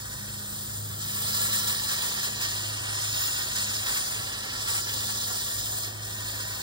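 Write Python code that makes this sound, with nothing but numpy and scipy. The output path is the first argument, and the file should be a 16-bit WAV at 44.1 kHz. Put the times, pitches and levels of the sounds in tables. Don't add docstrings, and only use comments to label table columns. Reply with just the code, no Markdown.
import sys
import numpy as np
from scipy import signal
from scipy.fft import rfft, irfft
from scipy.io import wavfile

SR = 44100
rng = np.random.default_rng(int(sys.argv[2]) if len(sys.argv) > 2 else 0)


def output_pcm(signal):
    pcm = np.clip(np.atleast_2d(signal).T, -1, 1) * 32767
    wavfile.write(sys.argv[1], SR, np.round(pcm).astype(np.int16))


N = 291942
TIME = np.arange(N) / SR
HZ = np.fft.rfftfreq(N, 1 / SR)
FRAME_S = np.arange(N // 128 + 9) * 128 / SR
BIN_HZ = np.fft.rfftfreq(512, 1 / SR)


def amp(db):
    return 10 ** (np.asarray(db) / 20)


def unit(x):
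    return x / np.sqrt(np.mean(x ** 2) + 1e-20)


def over_hz(table, hz, axis=1):
    table = np.array(table)
    return np.interp(np.log(hz + 1), np.log(table[:, 0] + 1), table[:, axis])


def over_time(table, t):
    s, *columns = np.transpose(table)
    return [np.interp(t, s, column) for column in columns]


def drift(t, rate):
    f = np.fft.rfftfreq(len(t), t[1] - t[0])
    lowpass = (f > 0) / np.sqrt(1 + (f / rate) ** 4)
    return unit(irfft(rfft(rng.standard_normal(len(t))) * lowpass, len(t)))


def patches(span_s, span_hz):
    z = np.fft.fft2(rng.standard_normal((len(FRAME_S), len(BIN_HZ))))
    along = np.fft.fftfreq(len(FRAME_S), FRAME_S[1])[:, None] * span_s
    across = np.fft.fftfreq(len(BIN_HZ), BIN_HZ[1]) * span_hz
    return unit(np.fft.ifft2(z * np.exp(-along ** 2 - across ** 2)).real)


def ports(spectra):
    # hz, left_lead_radians, likeness (0-1), left_over_right_db
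    port_table = [(100, -0.3, 0.97, -0.4), (200, -0.55, 0.95, -0.5), (330, -0.75, 0.91, -1.5),
                  (550, -1.15, 0.85, -4.4), (900, -1.3, 0.65, -8), (1300, -1.42, 0.9, -5),
                  (1900, -2.1, 0.88, -0.6), (2150, -3.12, 0.995, 0), (2850, -3.17, 0.995, 0),
                  (3300, -4.8, 0.68, -0.6), (4300, -5.6, 0.68, -2.7), (5200, -7.5, 0.62, -4.4),
                  (6000, -8.5, 0.2, -1.8), (6700, -10.5, 0.62, 1.3), (7400, -10.65, 0.75, 4.3),
                  (8600, -10.4, 0.88, 1.5), (9500, -9.95, 0.87, 0.5), (9900, -9.45, 0.995, 0),
                  (12200, -9.4, 0.995, 0), (12900, -8.85, 0.81, 0), (15200, -7.7, 0.76, 0)]
    lead, likeness, balance_db = (over_hz(port_table, HZ, axis=k) for k in range(1, 4))
    likeness = np.clip(likeness, 0, .995)
    mixed = likeness * spectra[0] + np.sqrt(1 - likeness ** 2) * spectra[1]
    left = mixed * np.exp(1j * lead)
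    return irfft(np.array([left * amp(balance_db / 2), spectra[0] * amp(-balance_db / 2)]), N)


def grain(per_s, spread_db):
    size = amp(spread_db * np.minimum(rng.exponential(1, N), 4)) * rng.choice([-1, 1], N)
    return unit(size * (rng.random(N) < per_s / SR))


def scatter(x, share, decay_s, turns_per_s):
    taps = rng.standard_normal((2, N)) * np.exp(-TIME / decay_s) * (TIME > .001)
    one, other = (irfft(rfft(x) * rfft(tail / np.linalg.norm(tail)), N) for tail in taps)
    turn = 2 * np.pi * turns_per_s * TIME
    return x + share * (np.cos(turn) * one + np.sin(turn) * other)


def whistles(flow):
    # start_s, end_s, start_hz, end_hz, width_hz, lift_db
    whistle_table = [(-.3, 1.0, 6950, 7000, 150, 3), (1.2, 2.9, 7000, 7180, 180, 4.5),
                     (2.6, 4.3, 7160, 7120, 190, 5), (4.3, 6.9, 7140, 7230, 220, 4.5),
                     (1.2, 3.3, 4035, 4045, 60, 6), (3.0, 4.3, 4030, 3940, 80, 4.5),
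                     (1.0, 2.1, 4270, 4220, 80, 4), (1.0, 1.7, 5330, 5340, 90, 4),
                     (2.7, 3.5, 5330, 5310, 120, 3.5), (2.7, 4.4, 6650, 6670, 80, 7),
                     (4.9, 6.9, 6660, 6645, 80, 5.5), (-.3, 2.9, 8385, 8405, 100, 4),
                     (4.8, 6.9, 8410, 8410, 120, 3.5), (2.9, 3.9, 8840, 8900, 150, 3),
                     (2.5, 2.95, 2860, 2900, 170, 6), (3.1, 3.55, 2820, 2800, 130, 4.5),
                     (4.0, 4.6, 2840, 2830, 80, 4), (1.15, 1.72, 10950, 11100, 350, 5),
                     (2.0, 2.4, 11000, 10900, 250, 3.5), (3.9, 4.27, 8740, 8800, 230, 6),
                     (3.85, 4.27, 10220, 10330, 220, 5), (3.95, 4.25, 10850, 10950, 220, 5.5),
                     (4.58, 4.84, 10100, 10200, 400, 7), (4.66, 4.84, 11100, 11220, 350, 6),
                     (4.6, 4.86, 8150, 8150, 300, 3.5), (4.97, 5.35, 12300, 12430, 280, 6)]
    longest_fade_s = .3
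    hz, t, z = signal.stft(flow, SR, nperseg=2048, noverlap=1536)
    lift_db = np.zeros(z.shape[1:])
    for start, end, from_hz, to_hz, width, db in whistle_table:
        fade_s = min(longest_fade_s, (end - start) / 3)
        swell = np.clip(np.minimum(t - start, end - t) / fade_s, 0, 1)
        centre = np.interp(t, [start, end], [from_hz, to_hz])
        lift_db = lift_db + db * swell / (1 + (2 * (hz[:, None] - centre) / width) ** 2)
    return signal.istft(z * amp(lift_db), nperseg=2048, noverlap=1536)[1][:, :N]


def flare(start, length):
    rise_s, fall_s = 0.0047, 0.03
    rise = (FRAME_S - start) / rise_s
    fall = 1 - (FRAME_S - start - length) / fall_s
    return np.clip(np.minimum(rise, fall), 0, 1)


def band_levels(body_db=3.0, roar_db=-2.5, rush_db=1.08):
    # time_s, strength_db (relative)
    jet_curve = [(0, -42), (.6, -39.3), (.88, -40.8), (.97, -41), (1.02, -38), (1.2, -34.5), (1.5, -34),
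                 (1.8, -35.5), (2.15, -35), (2.36, -38), (2.52, -35.3), (2.8, -37.3), (3.27, -33.3),
                 (3.48, -36.8), (3.75, -35), (4.05, -35.2), (4.2, -37.3), (4.45, -40.7), (4.72, -35.5),
                 (4.86, -37), (4.95, -34.7), (5.84, -35.6), (5.93, -44.8), (5.99, -45), (6.04, -42),
                 (6.3, -39.7), (6.62, -39.8)]
    # time_s, roar_db, rush_db, top_db (all relative)
    colour_curve = [(0, -1.3, -3.5, -2), (.8, -4, -4, 0), (1.25, -0.5, -2.5, 1), (1.6, 1.5, 0, 0.5),
                    (2.1, 1.5, 1, -1), (2.62, -0.3, -0.4, -3), (2.85, 2.5, -1.5, -5.5), (3.25, 0, -0.5, 2),
                    (3.5, 0.5, 0.5, -2.5), (3.9, .5, -0.4, -2.5), (4.13, 0.5, -2, -3), (4.42, 4, 2.5, -3),
                    (4.85, 0, 0.4, -1.5), (5.7, -2.3, -2, 0), (6.33, 1.5, 0.5, 1.5), (6.62, 2, 0, 0)]
    # start_s, length_s, lift_db, further_roar_lift_db, further_rush_lift_db
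    flare_table = [(0.523, 0.072, 0.5, -1.5, 0), (0.735, 0.028, 2.5, -0.5, -2), (1.343, 0.12, 3.7, 0, -2.5),
                   (1.52, 0.07, 4, -1, -1.5), (1.671, 0.056, 4.2, 1, -1), (1.886, 0.048, 2, 4.5, 0),
                   (2.018, 0.037, 2.5, 3, -1), (2.226, 0.036, 4.7, 2.5, -1), (2.406, 0.036, 5, 2.5, 0),
                   (3.2, 0.05, 0, 1.5, 0), (3.385, 0.025, 0.5, 2, 0), (3.55, 0.07, 3, 1, 0),
                   (3.86, 0.12, 2.8, 4, -1.5), (4.677, 0.045, 4, 2.5, -4), (4.745, 0.045, 4.5, 3, -4),
                   (4.865, 0.03, 0, 4, 1)]
    work_db, body_follows, roar_follows = -39, 0.33, 0.55
    pierce_s, pierce_rise_s, unpierced_db = 1.11, 0.12, -10

    jet, = over_time(jet_curve, FRAME_S)
    roar, rush, top = over_time(colour_curve, FRAME_S)
    for start, length, jet_lift, roar_lift, rush_lift in flare_table:
        shape = flare(start, length)
        jet = jet + jet_lift * shape
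        roar = roar + roar_lift * shape
        rush = rush + rush_lift * shape
    rush = rush + 4.0 * flare(start=.998, length=.03)
    unpierced = 1 - np.clip((FRAME_S - pierce_s) / pierce_rise_s, 0, 1)
    body = work_db + body_db + body_follows * (jet - work_db) + unpierced_db * unpierced
    roar = work_db + roar_db + roar_follows * (jet - work_db) + roar
    return body, roar, jet + rush_db + rush, jet, jet + top


def kerf():
    # time_s, lift_db
    kerf_curve = [(0, -1), (.95, -1), (1.15, 3.5), (1.5, 1.5), (2.4, 2), (2.7, 3), (3.3, 2.5), (4.3, 1.5),
                  (4.8, 0), (5.8, 0), (6, 1.5), (6.62, 0)]
    centre_hz, width_hz = 2600, 600
    lift_db, = over_time(kerf_curve, FRAME_S)
    return np.outer(lift_db, np.exp(-((BIN_HZ - centre_hz) / width_hz) ** 2))


def bucket_echo(share, fade_hz):
    delay_s = .00847
    strength = share * HZ ** 2 / (HZ ** 2 + 600 ** 2) / (1 + (HZ / fade_hz) ** 2)
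    return (1 - strength * np.exp(-2j * np.pi * HZ * delay_s)) / np.sqrt(1 + strength ** 2)


def torch(level_db=-29.0, waver_db=.5, patchy_db=1.0, grain_db=-17):
    # (per Hz, relative)
    hiss_table = [(60, -28), (400, -11.5), (850, -9.5), (1200, -4.5), (1750, -0.9), (2100, -2.5),
                  (2400, -3.8), (3300, -4.2), (4300, -3.1), (5250, -1.4), (5650, -3.9), (6050, -5.3),
                  (6450, -3.6), (7050, -2.2), (7600, -3.7), (8100, -1.6), (8900, 0), (9700, -3.7),
                  (11100, -3.4), (11950, -7.4), (12500, -4.2), (13100, -3.2), (13600, -5.2), (14500, -2.7),
                  (15400, -4.2)]
    # hz, width_hz, lift_db
    cut_modes = [(1008, 45, 5.5), (1136, 40, 4.8), (1368, 60, 3.5), (1700, 90, 2), (1830, 50, 7),
                 (2850, 130, 1.5), (3170, 70, 3), (3430, 70, 3), (3820, 90, 2), (4042, 60, 3),
                 (4995, 70, 2.5), (5210, 110, 1.5), (10480, 120, 1.5)]

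    edges_hz = [700, 1050, 2400, 3500, 5800, 7200, 10500, 12500]
    parts = [np.interp(BIN_HZ, edges_hz, np.repeat(row, 2)[1:-1]) for row in np.eye(5)]
    field_db = sum(np.outer(db, part) for db, part in zip(band_levels(), parts))
    field_db = field_db + kerf()
    field_db = field_db + waver_db * drift(FRAME_S, rate=35)[:, None]
    field_db = field_db + patchy_db * patches(span_s=0.034, span_hz=2740)
    swell_db = np.interp(BIN_HZ, [1000, 6000, 11000], [.3, 1.1, 1.5])
    field_db = field_db + patches(span_s=.4, span_hz=380) * swell_db

    flow = rng.standard_normal((2, N)) + amp(grain_db) * grain(per_s=300, spread_db=5.5)
    flow = scatter(flow, share=.36, decay_s=.016, turns_per_s=.3)
    flow = whistles(flow)
    z = signal.stft(flow, nperseg=512, noverlap=384)[2]
    z = z * amp(field_db.T[:, :z.shape[-1]])
    flow = signal.istft(z, nperseg=512, noverlap=384)[1][:, :N]

    resonance_db = sum(db / (1 + (2 * (HZ - hz) / width) ** 2) for hz, width, db in cut_modes)
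    colour_db = over_hz(hiss_table, HZ) + resonance_db
    echo = bucket_echo(share=.42, fade_hz=3500)
    return amp(level_db) * unit(ports(rfft(flow) * amp(colour_db) * echo))


def engine(hum_db=-0.5, octave_db=-1.0, weak_db=-1.5, wobble=0.0008, fading_db=1.0, fading_per_s=6):
    # time_s, speed_hz (before the wobble)
    speed_curve = [(0, 25.15), (.4, 25.55), (1.25, 25.7), (1.7, 26.05), (2.4, 26.15), (3.1, 26.0),
                   (3.6, 25.75), (4.25, 26.25), (4.9, 26.25), (5.35, 26.0), (5.85, 26.45), (6.62, 26.15)]
    # time_s, level_db (before hum_db and fading)
    hum_curve = [(0, -46.5), (.68, -46.5), (.78, -38), (.93, -39.5), (1.05, -44.5), (1.7, -44),
                 (2.0, -52.5), (2.68, -40), (3.1, -41), (3.45, -51.5), (3.8, -44), (4.05, -70),
                 (4.18, -44.5), (4.36, -52), (4.55, -46.5), (5.0, -43.5), (5.4, -48), (5.85, -41.5),
                 (6.45, -42), (6.62, -50)]
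    # time_s, level_db (before octave_db and fading)
    octave_curve = [(0, -55), (.25, -49.5), (.55, -48.5), (.75, -54), (1.1, -49.5), (1.65, -47.5),
                    (1.9, -53), (2.45, -53), (2.95, -67), (3.3, -60), (3.65, -49.5), (3.95, -57),
                    (4.4, -56), (4.75, -59), (5.07, -49), (5.7, -60), (6.62, -60)]
    # order (multiple of shaft speed), loudest_s, level_db (before weak_db and fading), fade_db_per_s
    undertones = [(2.02, .2, -51, 12), (2.02, 7.8, -54.5, 1), (5.12, 0.28, -51, 5), (5.12, 2.76, -55, 3.5),
                  (6.15, 1.03, -50.5, 9.5)]

    speed, = over_time(speed_curve, TIME)
    angle = 2 * np.pi * np.cumsum(speed * (1 + wobble * drift(TIME, rate=7.6))) / SR
    firing, = over_time(hum_curve, TIME)
    octave, = over_time(octave_curve, TIME)
    tones = [(4, firing + hum_db), (8, octave + octave_db)]
    for order, loudest, db, fade in undertones:
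        tones.append((order, weak_db + db - fade * abs(TIME - loudest)))
    hum = 0
    for order, db in tones:
        gain = amp(db + fading_db * drift(TIME, rate=fading_per_s))
        hum = hum + gain * np.sin(order * angle + 2 * np.pi * rng.random())
    return ports([rfft(np.sqrt(2) * hum), 0])


def outdoors(level_db=-48.0):
    # (per Hz, relative)
    rumble_table = [(10, -36), (24, -15), (32, -24), (44, -2.5), (56, -2.5), (72, -2), (95, -0.5),
                    (125, -3), (165, -9), (230, -9), (330, -10), (600, -14), (1500, -21), (6000, -71)]
    noise = rfft(rng.standard_normal((2, N)))
    return amp(level_db) * unit(ports(noise * amp(over_hz(rumble_table, HZ))))


def scene():
    return torch() + engine() + outdoors()


def record(dry):
    edge_hz = 15790
    lowpass = signal.firwin(511, edge_hz, window=("kaiser", 9), fs=SR)
    return signal.oaconvolve(dry, lowpass[None], "same")


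dry = scene()
out = record(dry)
output_pcm(out)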